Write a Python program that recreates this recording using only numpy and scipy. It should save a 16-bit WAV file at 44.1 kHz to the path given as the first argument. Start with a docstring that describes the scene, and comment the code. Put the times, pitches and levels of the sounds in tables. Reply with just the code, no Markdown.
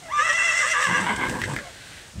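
"""In an open paddock a horse whinnies once. The call is biphonic: a high whistle and a lower voice sound
together in the throat, and one modulates the other into sum tones. It roughens, sinks and breaks into
hoarse pulses over low grunts, while air hisses through the nose and the nostrils flutter and snap.
Soft moans frame the call. A faint rush of air follows over steady outdoor noise, and a low rumble
starts at the very end."""
import sys
import numpy as np
from scipy import signal
from scipy.fft import rfft, irfft, next_fast_len
from scipy.io import wavfile
from scipy.ndimage import uniform_filter1d

SR = 44100
rng = np.random.default_rng(int(sys.argv[2]) if len(sys.argv) > 2 else 0)


def generate_wav(sig):
    """Save sig (samples, or channels by samples) to the path in sys.argv[1] as 16-bit PCM at SR."""
    pcm = np.round(np.clip(np.atleast_2d(sig).T, -1, 1) * 32767).astype(np.int16)
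    wavfile.write(sys.argv[1], SR, pcm)


N = 97020
T = np.arange(N) / SR

# the two fundamentals of the call: t/s, voice f/Hz, whistle f/Hz
PITCH = [(.095, 644.5, 833), (.13, 580, 1196), (.198, 516, 1180), (.25, 661, 1345), (.288, 581.4, 1315),
         (.322, 584.3, 1311), (.352, 668, 1365), (.398, 606, 1345), (.45, 679.2, 1365), (.525, 600, 1315),
         (.56, 684.7, 1360), (.618, 608, 1445), (.636, 502.4, 1137), (.68, 627.3, 1378),
         (.722, 648.2, 1399), (.755, 485.6, 1164), (.79, 509.2, 1174), (.825, 575.8, 1263),
         (.9, 490, 983.3), (.955, 489.1, 1188), (1.03, 431.3, 898), (1.11, 520, 1048)]
# envelope of the call: t/s, level/dB
CALL_LEVEL = [(.085, -42), (.14, -24), (.205, -17.5), (.228, -21.5), (.246, -24.5), (.275, -22.5),
              (.33, -26.5), (.43, -23), (.54, -24), (.63, -21.5), (.69, -24.5), (.76, -22), (.85, -23),
              (.9, -24.5), (.97, -21.5), (1.06, -33.5)]
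# texture of the call: t/s, gain of voice and sum tones/dB, roughness (0-1)
TEXTURE = [(.1, -32, 0.42), (.165, -27, 0.2), (.195, -5.5, 0.16), (.23, -13, .15), (.265, -5, 0.72),
           (.4, -5, 0.87), (.56, -1, 0.45), (.76, -5, 0.69), (.9, -3, 1)]
# the folds lock and the call surges clear: centre t/s, gain/dB
SURGES = [(.305, 7), (0.357, 4.5), (0.456, 5), (.72, 3), (.855, 2.5), (.953, 4)]
# formants of throat and nose: f/Hz, gain/dB
FORMANTS = [(300, -27), (520, -6), (720, -7), (1200, 1.5), (1380, -8.5), (1650, 7.5), (1830, 3),
            (2050, 8.5), (2430, -14.5), (2740, 6), (3000, -8), (3300, -1), (4700, -26.5), (5800, -1),
            (9500, -25.5)]
# hoarse pulses ending the call: centre t/s, half-width/s, level/dB
PULSES = [(1.099, 0.046, -23), (1.234, 0.05, -24.5), (1.366, 0.038, -32), (1.509, 0.037, -35)]
# their resonances: f/Hz, gain/dB
PULSE_COLOUR = [(300, -6), (620, -7.5), (930, 2.5), (1330, -8), (1600, 7), (1830, -8.5), (2150, 6.5),
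                (2500, -13.5), (3200, -5), (5000, -31)]
# grunts of the throat: centre t/s, f/Hz, level/dB
GRUNTS = [(.91, 160, -30), (1.005, 185, -32), (1.062, 175, -35), (1.115, 204.2, -31.5), (1.25, 165, -33),
          (1.515, 143, -30)]
# air through the nose: t/s, level/dB
AIR_LEVEL = [(.1, -76), (.17, -46), (.3, -39), (.55, -37), (.6, -33), (.65, -37.5), (.715, -32),
             (.77, -43.5), (.83, -31), (.92, -39.5), (1.01, -37), (1.22, -48.5), (1.54, -41), (1.6, -60)]
# spectrum of that air: f/Hz, gain/dB
AIR_COLOUR = [(2500, 2), (4800, -8), (6600, -8.5), (8100, 2), (9500, -14), (15500, -34)]
# nostril flutter: t/s, level/dB
FLUTTER_LEVEL = [(.87, -42), (.9, -36), (1.1, -38.5), (1.29, -29), (1.43, -35.5), (1.56, -34.5),
                 (1.63, -46.5)]
# resonances of the nose: f/Hz, gain/dB
NOSE_COLOUR = [(55, -13.5), (165, 1), (350, -3.5), (1300, -23.5), (1620, -3), (2500, -29), (8000, -29),
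               (14000, -41.5)]
# snaps of the nostrils: t/s, level/dB
SNAPS = [(1.417, -20), (1.437, -17.5), (1.564, -22), (1.587, -24.5)]
# ring of a snap: f/Hz, gain/dB
SNAP_COLOUR = [(1100, -26), (1620, 0), (2050, 4), (2400, -15), (8200, -28), (13000, -60)]
# spits of air from the nose: t/s, level/dB
SPITS = [(1.162, -29), (1.295, -26.5)]
# low puffs between the pulses: centre t/s, level/dB
PUFFS = [(1.175, -40), (1.31, -35), (1.45, -35), (1.56, -41)]
# spectrum of a puff: f/Hz, gain/dB
PUFF_COLOUR = [(30, -29), (62, -9), (95, -12), (200, -24.5)]
# moans: start t/s, duration/s, start f/Hz, end f/Hz, level/dB
MOANS = [(.01, 0.12, 730, 598, -40.5), (1.565, 0.15, 580, 526, -44), (1.634, 0.081, 716, 680, -42)]
# resonances of the nearly closed mouth: f/Hz, gain/dB
MOAN_COLOUR = [(600, -4.5), (1400, -17), (2050, -11.5)]
# rush of air after the call: t/s, level/dB
RUSH_LEVEL = [(1.6, -49.5), (1.98, -45.5), (2.12, -55.5)]
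# spectrum of the rush: f/Hz, gain/dB
RUSH_COLOUR = [(1200, -11), (1520, 5.5), (2300, -1), (4300, -3), (5700, -24), (8000, -13)]
# closing rumble: t/s, level/dB
RUMBLE_LEVEL = [(2.11, -66), (2.16, -39), (2.195, -29)]
# spectrum of the rumble: f/Hz, gain/dB
RUMBLE_COLOUR = [(70, 14.5), (200, 7.5), (550, -20.5), (3000, -27)]
# spectrum of the outdoor noise: f/Hz, gain/dB
OUTDOOR_COLOUR = [(30, -1.5), (70, 7.5), (155, 4), (230, -2), (750, -2.5), (1100, -7), (8700, -8.5),
                  (10500, -20), (15500, -29)]

WAVER, JITTER = .0024, .0098  # relative pitch spread: constant part, part at full roughness
RASP_HZ, SLIP_HZ = 152, 70  # bandwidths of pitch jitter and phase slip
NASAL_MODES_HZ, NASAL_WIDTH_HZ = (5420, 5855, 6670, 7300, 8030), 250


def whinny():
    """Source and filter: the larynx excites the formants, then drives the closing hoarse pulses."""
    source = larynx()
    surge_db = sum(db * swell(at, .012) for at, db in SURGES)
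    call = even(colour(source, FORMANTS), size=900) * envelope(CALL_LEVEL) * undb(surge_db)
    return call + hoarse_pulses(source) + shriek()


def larynx(voice_db=-3.5, growl_hz=150):
    """Biphonation: the voice modulates the whistle, giving tones at the sums of their frequencies."""
    locked = sum(swell(at, .012) for at, _ in SURGES)
    rough = np.clip(curve(TEXTURE, column=2) * (1 - locked), 0, 1)
    voice_gain = undb(curve(TEXTURE) + 5 * locked)
    # uneven beating of the folds splits the tones into sidebands
    growl = overtones(growl_hz * (1 + .2555 * wobble(39.8)), 0, count=1)
    voice_hz = curve(PITCH) * jitter(rough)
    whistle_hz = curve(PITCH, column=2) * jitter(rough)
    voice = signal.hilbert(overtones(voice_hz, -4, count=14))
    whistle = signal.hilbert(overtones(whistle_hz, -8, count=6))
    # multiplying analytic signals adds their frequencies
    sum_tones = whistle * signal.hilbert(overtones(voice_hz, -11, count=3))
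    parts = whistle, voice_gain * undb(voice_db) * voice, voice_gain * sum_tones
    return sum(rasp(part, rough, growl) for part in parts)


def jitter(rough):
    """Frequency modulation: a random pitch factor that spreads wider as the call roughens."""
    return 1 + WAVER * wobble(74) + JITTER * rough * wobble(RASP_HZ)


def rasp(tone, rough, growl, slip_rad=1.5):
    """Amplitude and phase modulation break up an analytic tone where the call is rough."""
    amplitude = 1 + rough * (.8 * wobble(2 * RASP_HZ) + .65 * growl)
    slip = slip_rad * rough ** 2.2 * wobble(SLIP_HZ)
    return np.real(tone * amplitude * np.exp(1j * slip))


def hoarse_pulses(source, air_db=6, close_at_s=1.27, closing_s=.071, closed_hz=1300):
    """Aspiration noise outweighs the voice; the closing mouth low-passes the last pulses."""
    breathy = (unit(source) + undb(air_db) * rng.standard_normal(N)) * undb(2 * wobble(89))
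    bright = even(colour(breathy, PULSE_COLOUR))
    dull = even(lowpass(bright, closed_hz))
    closed = np.clip((T - close_at_s) / closing_s, 0, 1)
    pulses = sum(undb(db) * swell(at, half) for at, half, db in PULSES)
    return pulses * even((1 - closed) * bright + closed * dull)


def shriek():
    """The whistle's second harmonic rings out at the height of the call."""
    hz = 2 * curve(PITCH, column=2) * (1 + WAVER * wobble(RASP_HZ))
    octave = unit(overtones(hz, 0, count=1)) * (1 + .5 * wobble(SLIP_HZ))
    return undb(-26.5) * swell(.43, .1) * octave


def grunts():
    """Aperiodic voicing: short, unsteady low notes of the throat under the end of the call."""
    out = 0
    for at, hz, db in GRUNTS:
        tone = unit(overtones(hz * (1 + .1 * wobble(50)), -9, count=4))
        out = out + undb(db) * swell(at, .028) * tone
    return out


def nasal_air():
    """Air hisses through the nose, whose narrow modes resonate with the overtones of the voice."""
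    hiss = noise(AIR_COLOUR) * undb(1.5 * wobble(54))
    voice_hz = curve(PITCH) * (1 + .0107 * wobble(RASP_HZ))
    buzz = overtones(voice_hz, 0, count=17) + rng.standard_normal(N)
    modes = [signal.iirpeak(hz, hz / NASAL_WIDTH_HZ, fs=SR) for hz in NASAL_MODES_HZ]
    ring = even(sum(signal.lfilter(b, a, signal.lfilter(b, a, buzz)) for b, a in modes))
    fade = np.clip((1 - T) / .33, 0, 1)  # gone by 1 s, as the call sinks
    return envelope(AIR_LEVEL) * (hiss + undb(2) * ring * fade)


def nostril_flutter(flap_hz=65.84, leak_decay_s=.0093):
    """Impulse excitation: uneven flaps ring the nose, each letting out a decaying leak of air."""
    timing, strength = rng.standard_normal((200, 2)).T
    onsets = (np.cumsum(np.exp(.28 * timing)) * SR / flap_hz).astype(int)
    flaps = np.bincount(onsets, undb(2 * strength), N)[:N]
    leak = signal.lfilter([1], [1, -np.exp(-1 / (leak_decay_s * SR))], flaps) * rng.standard_normal(N)
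    return even(colour(flaps + .15 * leak, NOSE_COLOUR), size=2000) * envelope(FLUTTER_LEVEL)


def nostril_bursts():
    """Noise transients: sharp snaps and spits decay exponentially; low puffs swell smoothly."""
    snaps = bursts(SNAPS) * even(noise(SNAP_COLOUR), size=200)
    spits = bursts(SPITS) * noise(AIR_COLOUR)
    puffs = sum(undb(db) * swell(at, .037) for at, db in PUFFS) * even(noise(PUFF_COLOUR))
    return snaps + spits + puffs


def moans():
    """Falling glides of the voice alone, filtered by the resonances of the nearly closed mouth."""
    out = 0
    for start, length, from_hz, to_hz, db in MOANS:
        along = np.clip((T - start) / length, 0, 1)
        hz = (from_hz + (to_hz - from_hz) * along) * (1 + .0409 * wobble(160))
        tone = unit(colour(overtones(hz, 0, count=4), MOAN_COLOUR))
        out = out + undb(db) * np.sin(np.pi * along) * tone
    return out


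def rush():
    """Broadband flow noise: a faint rush of air after the call."""
    return noise(RUSH_COLOUR) * envelope(RUSH_LEVEL)


def paddock(x, echo_db=-8, t60_s=.077):
    """Scattering from the herd and trees adds a short, weak tail after 8 ms."""
    tail = rng.standard_normal(N) * undb(-60 * T / t60_s) * (T > .008)
    return x + undb(echo_db) * signal.fftconvolve(x, tail / np.sqrt(np.sum(tail ** 2)))[:N]


def background(outdoor_db=-45.5):
    """Ambient noise floor: nearly stationary outdoor noise, joined at the end by a low rumble."""
    steady = noise(OUTDOOR_COLOUR) * undb(outdoor_db + .6 * wobble(4))
    return steady + even(noise(RUMBLE_COLOUR)) * envelope(RUMBLE_LEVEL)


def undb(db):
    """Decibels to amplitude ratio."""
    return 10 ** (np.asarray(db) / 20)


def unit(x):
    """Normalisation to rms 1."""
    return x / np.sqrt(np.mean(x ** 2))


def even(x, size=1500):
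    """Normalisation of the running rms over size samples to 1."""
    return x / np.sqrt(np.maximum(uniform_filter1d(x ** 2, size), 0) + 1e-12)


def curve(rows, column=1):
    """Linear interpolation of a table column in time."""
    rows = np.array(rows, float)
    return np.interp(T, rows[:, 0], rows[:, column])


def envelope(rows):
    """Amplitude envelope from (t/s, level/dB): silent before the first row, decaying after the last."""
    release = np.exp(-np.maximum(T - rows[-1][0], 0) / .011)
    return undb(curve(rows)) * (T > rows[0][0]) * release


def swell(at, half_s):
    """Gaussian window, down to 1/e at half_s from its centre."""
    return np.exp(-((T - at) / half_s) ** 2)


def bursts(rows, decay_s=.0062):
    """Exponential decays from sudden onsets (t/s, level/dB)."""
    return sum(undb(db) * (T >= at) * np.exp(-np.abs(T - at) / decay_s) for at, db in rows)


def overtones(hz, db_per_octave, count):
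    """Harmonic series on a moving fundamental."""
    phase = 2 * np.pi * np.cumsum(hz) / SR
    return sum(undb(db_per_octave * np.log2(k)) * np.cos(k * phase) for k in range(1, count + 1))


def colour(x, points):
    """Minimum-phase filter through (f/Hz, gain/dB) points."""
    size = 2 * next_fast_len(N)
    hz, db = np.array(points, float).T
    f = np.maximum(np.arange(size // 2 + 1) * SR / size, 1)
    octaves_outside = np.maximum(np.log2(hz[0] / f), 0) + np.maximum(np.log2(f / hz[-1]), 0)
    gain_db = np.interp(np.log(f), np.log(hz), db) - 20 * np.minimum(octaves_outside, 2)
    cepstrum = irfft(np.log(undb(gain_db)))
    cepstrum[1:size // 2] *= 2  # folding makes the filter causal
    cepstrum[size // 2 + 1:] = 0
    return irfft(rfft(x, size) * np.exp(rfft(cepstrum)))[:N]


def lowpass(x, hz):
    """Fourth-order roll-off above hz."""
    return signal.sosfilt(signal.butter(4, hz, fs=SR, output="sos"), x)


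def noise(points):
    """Spectrally shaped noise of rms 1."""
    return unit(colour(rng.standard_normal(N), points))


def wobble(hz):
    """Random fluctuation of rms 1, band-limited to about hz."""
    return unit(lowpass(rng.standard_normal(N), hz))


def scene():
    """Superposition of the horse, its scattered sound and the background, in one channel."""
    horse = whinny() + grunts() + nasal_air() + nostril_flutter() + nostril_bursts() + moans() + rush()
    return (paddock(horse) + background())[None]


def record(dry, top_hz=15700):
    """Band limiting: a steep low-pass removes the highest treble."""
    return signal.sosfilt(signal.ellip(10, .2, 80, top_hz, fs=SR, output="sos"), dry)


dry = scene()
out = record(dry)
generate_wav(out)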